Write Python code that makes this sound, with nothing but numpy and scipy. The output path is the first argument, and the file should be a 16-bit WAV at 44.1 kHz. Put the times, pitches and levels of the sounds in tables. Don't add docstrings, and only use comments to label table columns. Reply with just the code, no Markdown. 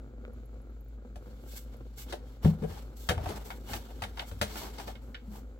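import sys
import numpy as np
from scipy import signal
from scipy.fft import rfft, irfft, next_fast_len
from scipy.io import wavfile
from scipy.ndimage import uniform_filter1d

SR = 44100
rng = np.random.default_rng(int(sys.argv[2]) if len(sys.argv) > 2 else 0)


def dump_mix(stems):
    frames = np.atleast_2d(stems).T
    limited = np.clip(frames, -1, 1)
    pcm = np.round(limited * 32767).astype(np.int16)
    wavfile.write(sys.argv[1], SR, pcm)


N = 246519

# (frequency [Hz], relative level [dB per Hz])
DRAIN_COLOUR = [(44, -36), (75, 1), (87, -13), (124, -5), (182, -24), (199, -8), (252, -4), (299, -14.5),
                (358, -13.5), (458, -15), (501, -10), (627, -24.5), (1100, -33), (1430, -62.5),
                (2420, -120)]
# (frequency [Hz], width [Hz], level [dB])
RIM_MODES = [(815, 380, -6), (1160, 370, -2.5), (1337, 424, 0.5), (2193, 120, -21.5), (2900, 220, -18),
             (3700, 330, -28), (4240, 300, -20)]
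# (time [s], dull peak [dB], bright part relative to dull [dB])
DROPS = [(0.182, -46, -11), (0.251, -43, 6), (0.28, -43, -25), (0.434, -48, -6), (0.544, -46, -24),
         (0.571, -48, -10), (1.439, -44, -8), (1.536, -43, -14), (1.745, -41.5, -21), (1.808, -43, -10),
         (1.867, -46, -19), (2.903, -46, -14), (3.035, -47, -19)]
# (frequency [Hz], width [Hz], level [dB])
PLOP_MODES = [(257, 110, 0), (521, 177.5, 0)]
# (frequency [Hz], width [Hz], level [dB])
PLINK_MODES = [(1406, 167, 9), (2300, 416, 3), (3500, 1070, -8)]
# (time [s], hollow peak [dB], crack relative [dB], fizz relative [dB],
#          hollow spot [Hz], crack spot [Hz], left minus right [dB])
KNOCKS = [(1.157, -41, -9, -11, 477, 1240, 2.5), (2.124, -29.5, -3, -9, 484, 2210, 6),
          (2.446, -22.5, -10, -18, 421, 1600, 4), (2.622, -30, -21, -24, 395, 1390, 8.5),
          (2.636, -31, -15, -23.5, 407, 1250, 15), (2.709, -44, -2, -25.5, 466, 1320, 8),
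          (3.088, -22, 0, -4, 673, 1560, 7.5), (3.101, -23.5, -2, -18, 492, 1330, 2.5),
          (3.115, -25.5, -11.5, -18, 400, 1540, 1), (3.178, -30.5, -8, -38.5, 538, 1720, 4),
          (3.258, -27, -14, -20.5, 650, 1570, 0), (3.289, -33.5, -16.5, -7, 392, 1750, 11),
          (3.36, -42.5, -8.5, -6, 870, 3509, 3.5), (3.503, -34, 3.5, -12.5, 890, 1430, 4),
          (3.689, -39.5, -2.5, -12, 937, 2110, 2.5), (3.733, -29, -5, -5, 895, 1490, 2),
          (3.903, -44.5, -6.5, -23.5, 443, 1200, 2), (4.02, -30, 2.5, -6.5, 870, 1334, 4.5),
          (4.036, -33, 5, -5.5, 870, 1840, 3.5), (4.172, -38.5, 2, -14.5, 760, 1960, 2.5),
          (4.193, -35.5, 12, -9.5, 724, 2020, 1), (4.221, -38, -7, -18, 826, 1310, 6),
          (4.313, -40.5, -6, -9, 430, 1510, 6.5), (4.413, -25, 5.5, -0.5, 530, 1710, 5),
          (4.429, -46.5, 1.5, 2.5, 484, 1460, 5.5), (4.556, -36.5, -1.5, -4, 818, 1250, 0.5),
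          (4.783, -37, 0.5, -7, 785, 4200, 5.5), (4.798, -34.5, -5, -8.5, 830, 1210, 4),
          (4.878, -33.5, -4.5, -12.5, 500, 1390, 3), (4.953, -48, 9, -30.5, 425, 2090, -1.5),
          (5.144, -52, 19, -27.5, 390, 2050, 1)]
# (frequency [Hz], width [Hz], level [dB])
HOLLOW_MODES = [(346, 46.5, -4), (428.7, 35.3, 4), (461.5, 60, 0), (579.3, 38.6, 1), (635, 30, -2.5),
                (708.6, 60.3, 2.5), (774.4, 29.7, 2.5), (850.6, 76.1, 2), (949, 12.5, -1.5),
                (1117, 140, -12.5)]
# (frequency [Hz], width [Hz], level [dB])
CRACK_MODES = [(1417, 269, -0.12), (1589, 28.3, 3.5), (1712, 173, -5), (2196, 163, 1.45), (2585, 125, -3.5),
               (2913, 124, 3.35), (3215, 144, 3), (3485, 121, 2.5), (3776, 276, -4), (4192, 147, -5),
               (4342, 865, -5), (5326, 110, -2)]
# (time [s], panel level [dB], floor relative [dB], struck pitch region [Hz],
#         contact time [ms], damping factor [times])
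THUDS = [(1.159, -45, -3, 235, 2.3, 1.77), (2.446, -14.5, -4, 133.9, 2.72, 1.66),
         (2.457, -11, -30, 172.4, 4.02, 1.665), (2.62, -28, -8, 182.2, 1.87, 1.77),
         (2.639, -32, -11, 166.9, 1.48, 2.3), (2.699, -42, 6.5, 169, 4.97, 1.67),
         (3.093, -25.5, -3.5, 136.1, 1.24, 0.69), (3.109, -25.5, -5.5, 141, 1.64, 1.31),
         (3.172, -42, 11, 131.5, 4.4, 1.53), (3.21, -46.5, 13.5, 129, 5.3, 1.5),
         (3.265, -39, 9, 299, 5.9, 1.67), (3.301, -40, -2.5, 218, 3.4, 1.74),
         (3.716, -47, 10, 238, 7.5, 1.33), (4.023, -44.5, 6, 214, 2.9, 1.2),
         (4.314, -42.5, 4, 133, 4.9, 0.96), (4.413, -27, -4.5, 232, 2.23, 1.77),
         (4.429, -37.5, 3, 238, 2.75, 1.5), (4.862, -42, -5, 244, 3.3, 0.69),
         (5.28, -34.5, -28.5, 215, 5.76, 1.56)]
# (frequency [Hz], decay to -60 dB at damping factor 1 [s], level [dB])
PANEL_MODES = [(158.7, 0.3627, 3.5), (187.63, 0.3451, -2), (209.44, 0.46, -1.5), (227.3, 0.0051, 8.5),
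               (240.8, 0.0135, -2.5), (290.2, 0.14, 0)]
# (frequency [Hz], decay to -60 dB at damping factor 1 [s], level [dB])
FLOOR_MODES = [(80.08, 0.596, -4), (91.37, 0.305, 6.5), (111.36, 0.312, -3.5)]
# (time at full strength [s], rise over 20 dB [s], hold [s], fall over 20 dB [s],
#           hiss [dB], scrape relative [dB], drag relative [dB]); very short slopes are lengthened
RUSTLES = [(1.26, 0.15, 0.081, 0.4, -70.5, 1.5, 1), (1.57, 0.1286, 0.0125, .06, -46, -5, -17),
           (1.687, 0.16, 0.042, 0.66, -71.5, 2.5, 3.5), (1.978, .016, 0.047, 0.0411, -46.5, -4.5, -15.5),
           (2.1, 0.0557, .015, .08, -59, 4.5, 1.5), (2.318, 0.3447, 0.048, 0.02, -70.5, 2.5, 6.5),
           (2.432, .015, 0.072, .07, -55, 0.5, 5), (2.697, 0.2062, 0.0883, 0.1962, -60.5, 1, 6.5),
           (2.97, -0.16, 0.113, -0.1, -55.5, -6.5, -12.5), (3.288, 0.1428, 0.004, 0.2144, -52.5, 0, 11.5),
           (3.359, 0.018, 0.0065, 0.1764, -57, -2, 4.5), (3.446, -0.13, 0.0453, 0.1955, -54, -5, -7.5),
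           (3.718, 0.0644, 0.0424, 0.06, -45, -1, -0.5), (3.844, 0.77, 0.166, 0.99, -64.5, 2, 3),
           (4.182, 0.03, 0.0334, -0.0269, -57, 3.5, 5.5), (4.274, .025, .012, .085, -53, -5, -9),
           (4.582, 0.1918, 0.008, 0.1092, -47, 0.5, -2.5), (4.663, 0.3043, 0.0071, 0.11, -52, 1, 6),
           (4.819, 0.2043, 0.0083, 0.085, -57, 3.5, 4), (4.875, 0.0027, 0.0039, 0.1046, -55, 3, 6),
           (5.021, .02, 0.019, 0.21, -69, -7, 3), (5.113, -1.67, 0.0087, 1.27, -76.5, -10.5, 4.5),
           (5.356, .1, .015, .07, -57, -4, 3)]
# (frequency [Hz], relative level [dB per Hz])
CLOTH_COLOUR = [(2650, -32.5), (4500, -10), (6740, -4), (7650, 0), (10300, -15.5), (11500, 1),
                (14200, -4.5), (16000, -3)]
# (time [s], level [dB], pitch [Hz])
SPRAY_TICKS = [(0.332, -48, 11270), (0.4559, -49, 11300), (0.617, -54.5, 10800), (0.7003, -60, 12000),
               (0.808, -47, 13300), (0.845, -51.5, 15300), (0.884, -53, 13760), (1.768, -47.5, 11550)]
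# (frequency [Hz], relative level [dB per Hz])
AIR_COLOUR = [(2000, -6), (2250, -3.5), (2600, -9.5), (4200, -8.5), (5500, -16), (7300, -9), (9500, -32.5),
              (11400, -14.5), (12500, -21.5), (15500, -15)]
# (frequency [Hz], RMS level [dB])
HUM_TONES = [(53.6, -45), (58.9, -57), (120.05, -62)]

FLOW_DB = -55
AIR_DB, RUMBLE_DB = -74, -58
SCUFF_DB = -3.5
RATTLE_MS, RISE_MS = 18.25, 0.8955
SNAP_DB = 7.5
ROOM_T60_S, ROOM_DB = 0.118, -10.934
LEAD_S, DRAIN_LEAD_S, LOW_LEAD_S = 0.00048, 0.00019, 0.000205
TOP_HZ = 15900


def drain(per_s=900, spread_db=4.5, gush=0.547):
    falls = rng.random(N) < per_s / SR
    size = undb(spread_db * np.minimum(rng.exponential(size=N), 4))
    patter = unit(falls * size * rng.choice([-1., 1.], N))
    flow = (patter + gush * pair(0.533)) * undb(FLOW_DB + 2.28 * walk(12))
    pipe = colour(flow, DRAIN_COLOUR, DRAIN_LEAD_S) * undb(1.0)
    rim = 0
    for hz, width, db in RIM_MODES:
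        once = ring(flow, [(hz, width, 0)])
        rim = rim + ring(once, [(hz, width, db)])
    pipe += late(rim, DRAIN_LEAD_S)

    dull, bright = np.zeros(N), np.zeros(N)
    for s, db, bright_db in DROPS:
        dull[int(s * SR)] = undb(db)
        bright[int(s * SR)] = undb(db + bright_db)
    click = 1. * (np.arange(SR // 10) == 0)
    drops = np.zeros(N)
    for hits, modes in ((dull, PLOP_MODES), (bright, PLINK_MODES)):
        drops += signal.fftconvolve(hits, peak(ring(click, modes)))[:N]
    return pipe, late(np.array([drops, drops]), DRAIN_LEAD_S)


def knocks(bounces_per_s=4000, hollow_reach=0.268, crack_reach=0.497, settle_db=-16, lean_db=1.2):
    hollow_out, sharp_out = np.zeros((2, 2, N + SR))
    ms = np.arange(SR // 4) / SR * 1000
    fade_db, swell = -20 * ms / RATTLE_MS, 1 - np.exp(-ms / RISE_MS)
    envelope = swell * (undb(fade_db) + undb(settle_db + fade_db / 4.65))
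    for s, db, crack_db, fizz_db, hollow_hz, crack_hz, pan_db in KNOCKS:
        chance = rng.standard_normal(size=(5, len(ms)))
        hits = rng.random(len(ms)) < bounces_per_s / SR
        bounce = hits * (chance[0] + 0.77 * chance[1:3])
        force = bounce * envelope
        force[:, int(RISE_MS * SR / 1000)] += 3.5
        hollow = peak(ring(force, near(HOLLOW_MODES, hollow_hz, hollow_reach)))
        crack = ring(force, near(CRACK_MODES, crack_hz, crack_reach))
        crack = peak(band(crack, 0.55 * crack_hz, 2.8 * crack_hz))
        fizz = peak(band(chance[3:] * swell * undb(fade_db / 2.464), 2300, 11500, order=1))
        fizz += undb(SNAP_DB) * peak(band(force, 1060, 4780))
        sharp = undb(crack_db) * crack + undb(fizz_db) * fizz
        gain = undb(db + np.array([[pan_db], [-pan_db]]) / 2)
        at = slice(int(s * SR), int(s * SR) + len(ms))
        hollow_out[:, at] += gain * hollow
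        sharp_out[:, at] += gain * undb([[-lean_db], [lean_db]]) * sharp
    return late(hollow_out[:, :N], LOW_LEAD_S) + late(sharp_out[:, :N], LEAD_S)


def thuds(reach=0.0868):
    out, t = np.zeros(N + SR), np.arange(SR // 2) / SR
    for s, db, floor_db, spot_hz, contact_ms, damp in THUDS:
        floor = [(hz, t60, g + floor_db - 3.5) for hz, t60, g in FLOOR_MODES]
        note = np.zeros(len(t))
        for hz, t60, g in near(PANEL_MODES, spot_hz, reach) + floor:
            note += undb(g - 60 * damp * t / t60) * np.sin(2 * np.pi * hz * t)
        onset = 1 - np.exp(-t * 1000 / max(contact_ms, .5))
        start = int(s * SR)
        out[start:start + len(t)] += undb(db) * note * onset
    return late(out[:N] * undb([[1.2], [-1.2]]), LOW_LEAD_S)


def rustle():
    t, powers = np.arange(N) / SR, 0
    for s, rise_s, hold_s, fall_s, db, scrape_db, drag_db in RUSTLES:
        before = np.maximum((s - t) / max(rise_s, .015), 0)
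        after = np.maximum((t - s - hold_s) / max(fall_s, .04), 0)
        level = undb(db - 20 * (before + after))
        powers = powers + (level * undb([[0], [scrape_db], [drag_db]])) ** 2
    grain = undb(1.82 * walk(60) + 1.006 * walk(300))
    hiss = unit(colour(pair(0.049), CLOTH_COLOUR))
    scrape = flutter(pair(0.176), CRACK_MODES, 3.22, 40)
    scrape = unit(scrape + 0.25 * band(pair(0.118), 1300, 5500))
    drag = unit(flutter(pair(0.319), HOLLOW_MODES, 4.0, 25))
    drag += undb(SCUFF_DB) * unit(band(pair(0.845), 52.8, 349))
    hiss_amp, scrape_amp, drag_amp = grain * np.sqrt(powers)
    sides = undb([[-.8], [.8]])
    return hiss_amp * sides * hiss + scrape_amp * late(scrape, LEAD_S) + drag_amp * drag / sides


def spray():
    air = colour(pair(0.081), [(1200, -41)] + list(AIR_COLOUR))
    out = undb(AIR_DB + 1.5 * walk(25)) * air
    t = np.arange(1200) / SR
    for s, db, hz in SPRAY_TICKS:
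        puff = rng.standard_normal((2, len(t))) * np.exp(-t / 0.005)
        start = int(s * SR)
        out[:, start:start + len(t)] += undb(db) * band(puff, 0.963 * hz, min(1.05 * hz, .45 * SR))
    return out


def hum():
    t, tones = np.arange(N) / SR, np.zeros(N)
    for hz, db in HUM_TONES:
        tones += np.sqrt(2) * undb(db) * np.cos(2 * np.pi * hz * t)
    rumble = undb(RUMBLE_DB) * unit(band(rng.standard_normal(N), 34.8, 65.0, order=3))
    return (tones + rumble) * undb([[.5], [-.5]])


def room(x):
    t = np.arange(int(.4 * SR)) / SR
    echo = rng.standard_normal((2, len(t))) * np.exp(-np.log(1000) * t / ROOM_T60_S) * (t > .003)
    echo = band(echo, 390, 7800, order=1)
    echo *= undb(ROOM_DB) / np.sqrt(np.sum(echo ** 2, axis=1, keepdims=True))
    return x + signal.fftconvolve(x.mean(axis=0)[None], echo, axes=1)[:, :N]


def near(modes, spot_hz, reach):
    return [(hz, width, db - (np.log2(hz / spot_hz) / reach) ** 2) for hz, width, db in modes]


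def flutter(x, modes, depth_db, rate):
    return sum(undb(depth_db * walk(rate)) * ring(x, [mode]) for mode in modes)


def ring(x, modes):
    out = 0
    for k, (hz, width, db) in enumerate(modes):
        out = out + (-1) ** k * undb(db) * signal.lfilter(*signal.iirpeak(hz, hz / width, SR), x)
    return out


def colour(x, points, lead_s=0.):
    size = next_fast_len(N + SR)
    hz = np.fft.rfftfreq(size, 1 / SR)
    f, db = np.transpose(points)
    log_gain = np.interp(np.log(hz + 1), np.log(f), db) * np.log(10) / 20
    cepstrum = irfft(log_gain, size)
    cepstrum[1:size // 2] *= 2
    cepstrum[size // 2 + 1:] = 0
    gain = np.exp(rfft(cepstrum))
    gain /= np.sqrt(np.mean(abs(gain) ** 2))
    lag = np.exp(-2j * np.pi * hz * lead_s * np.array([[0], [1]]))
    return irfft(rfft(x, size) * gain * lag, size)[:, :N]


def band(x, lo_hz, hi_hz, order=2):
    return signal.sosfilt(signal.butter(order, [lo_hz, hi_hz], "band", fs=SR, output="sos"), x)


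def walk(rate):
    k = int(SR / rate)
    steps = np.repeat(rng.standard_normal(N // k + 1), k)
    return 1.076 * uniform_filter1d(steps, k)[:N]


def pair(shared):
    common, own = rng.standard_normal(N), rng.standard_normal((2, N))
    shared = np.clip(shared, 0, 1)
    return np.sqrt(shared) * common + np.sqrt(1 - shared) * own


def late(x, lead_s):
    return np.array([x[0], np.roll(x[1], int(round(lead_s * SR)))])


def undb(db):
    return 10 ** (np.asarray(db) / 20)


def unit(x):
    return x / np.sqrt(np.mean(x ** 2))


def peak(x):
    return x / abs(x).max()


def scene():
    pipe, drops = drain()
    return pipe + room(knocks() + drops) + thuds() + rustle() + spray() + hum()


def record(dry):
    return signal.sosfilt(signal.ellip(10, .2, 80, TOP_HZ, fs=SR, output="sos"), dry)


dry = scene()
out = record(dry)
dump_mix(out)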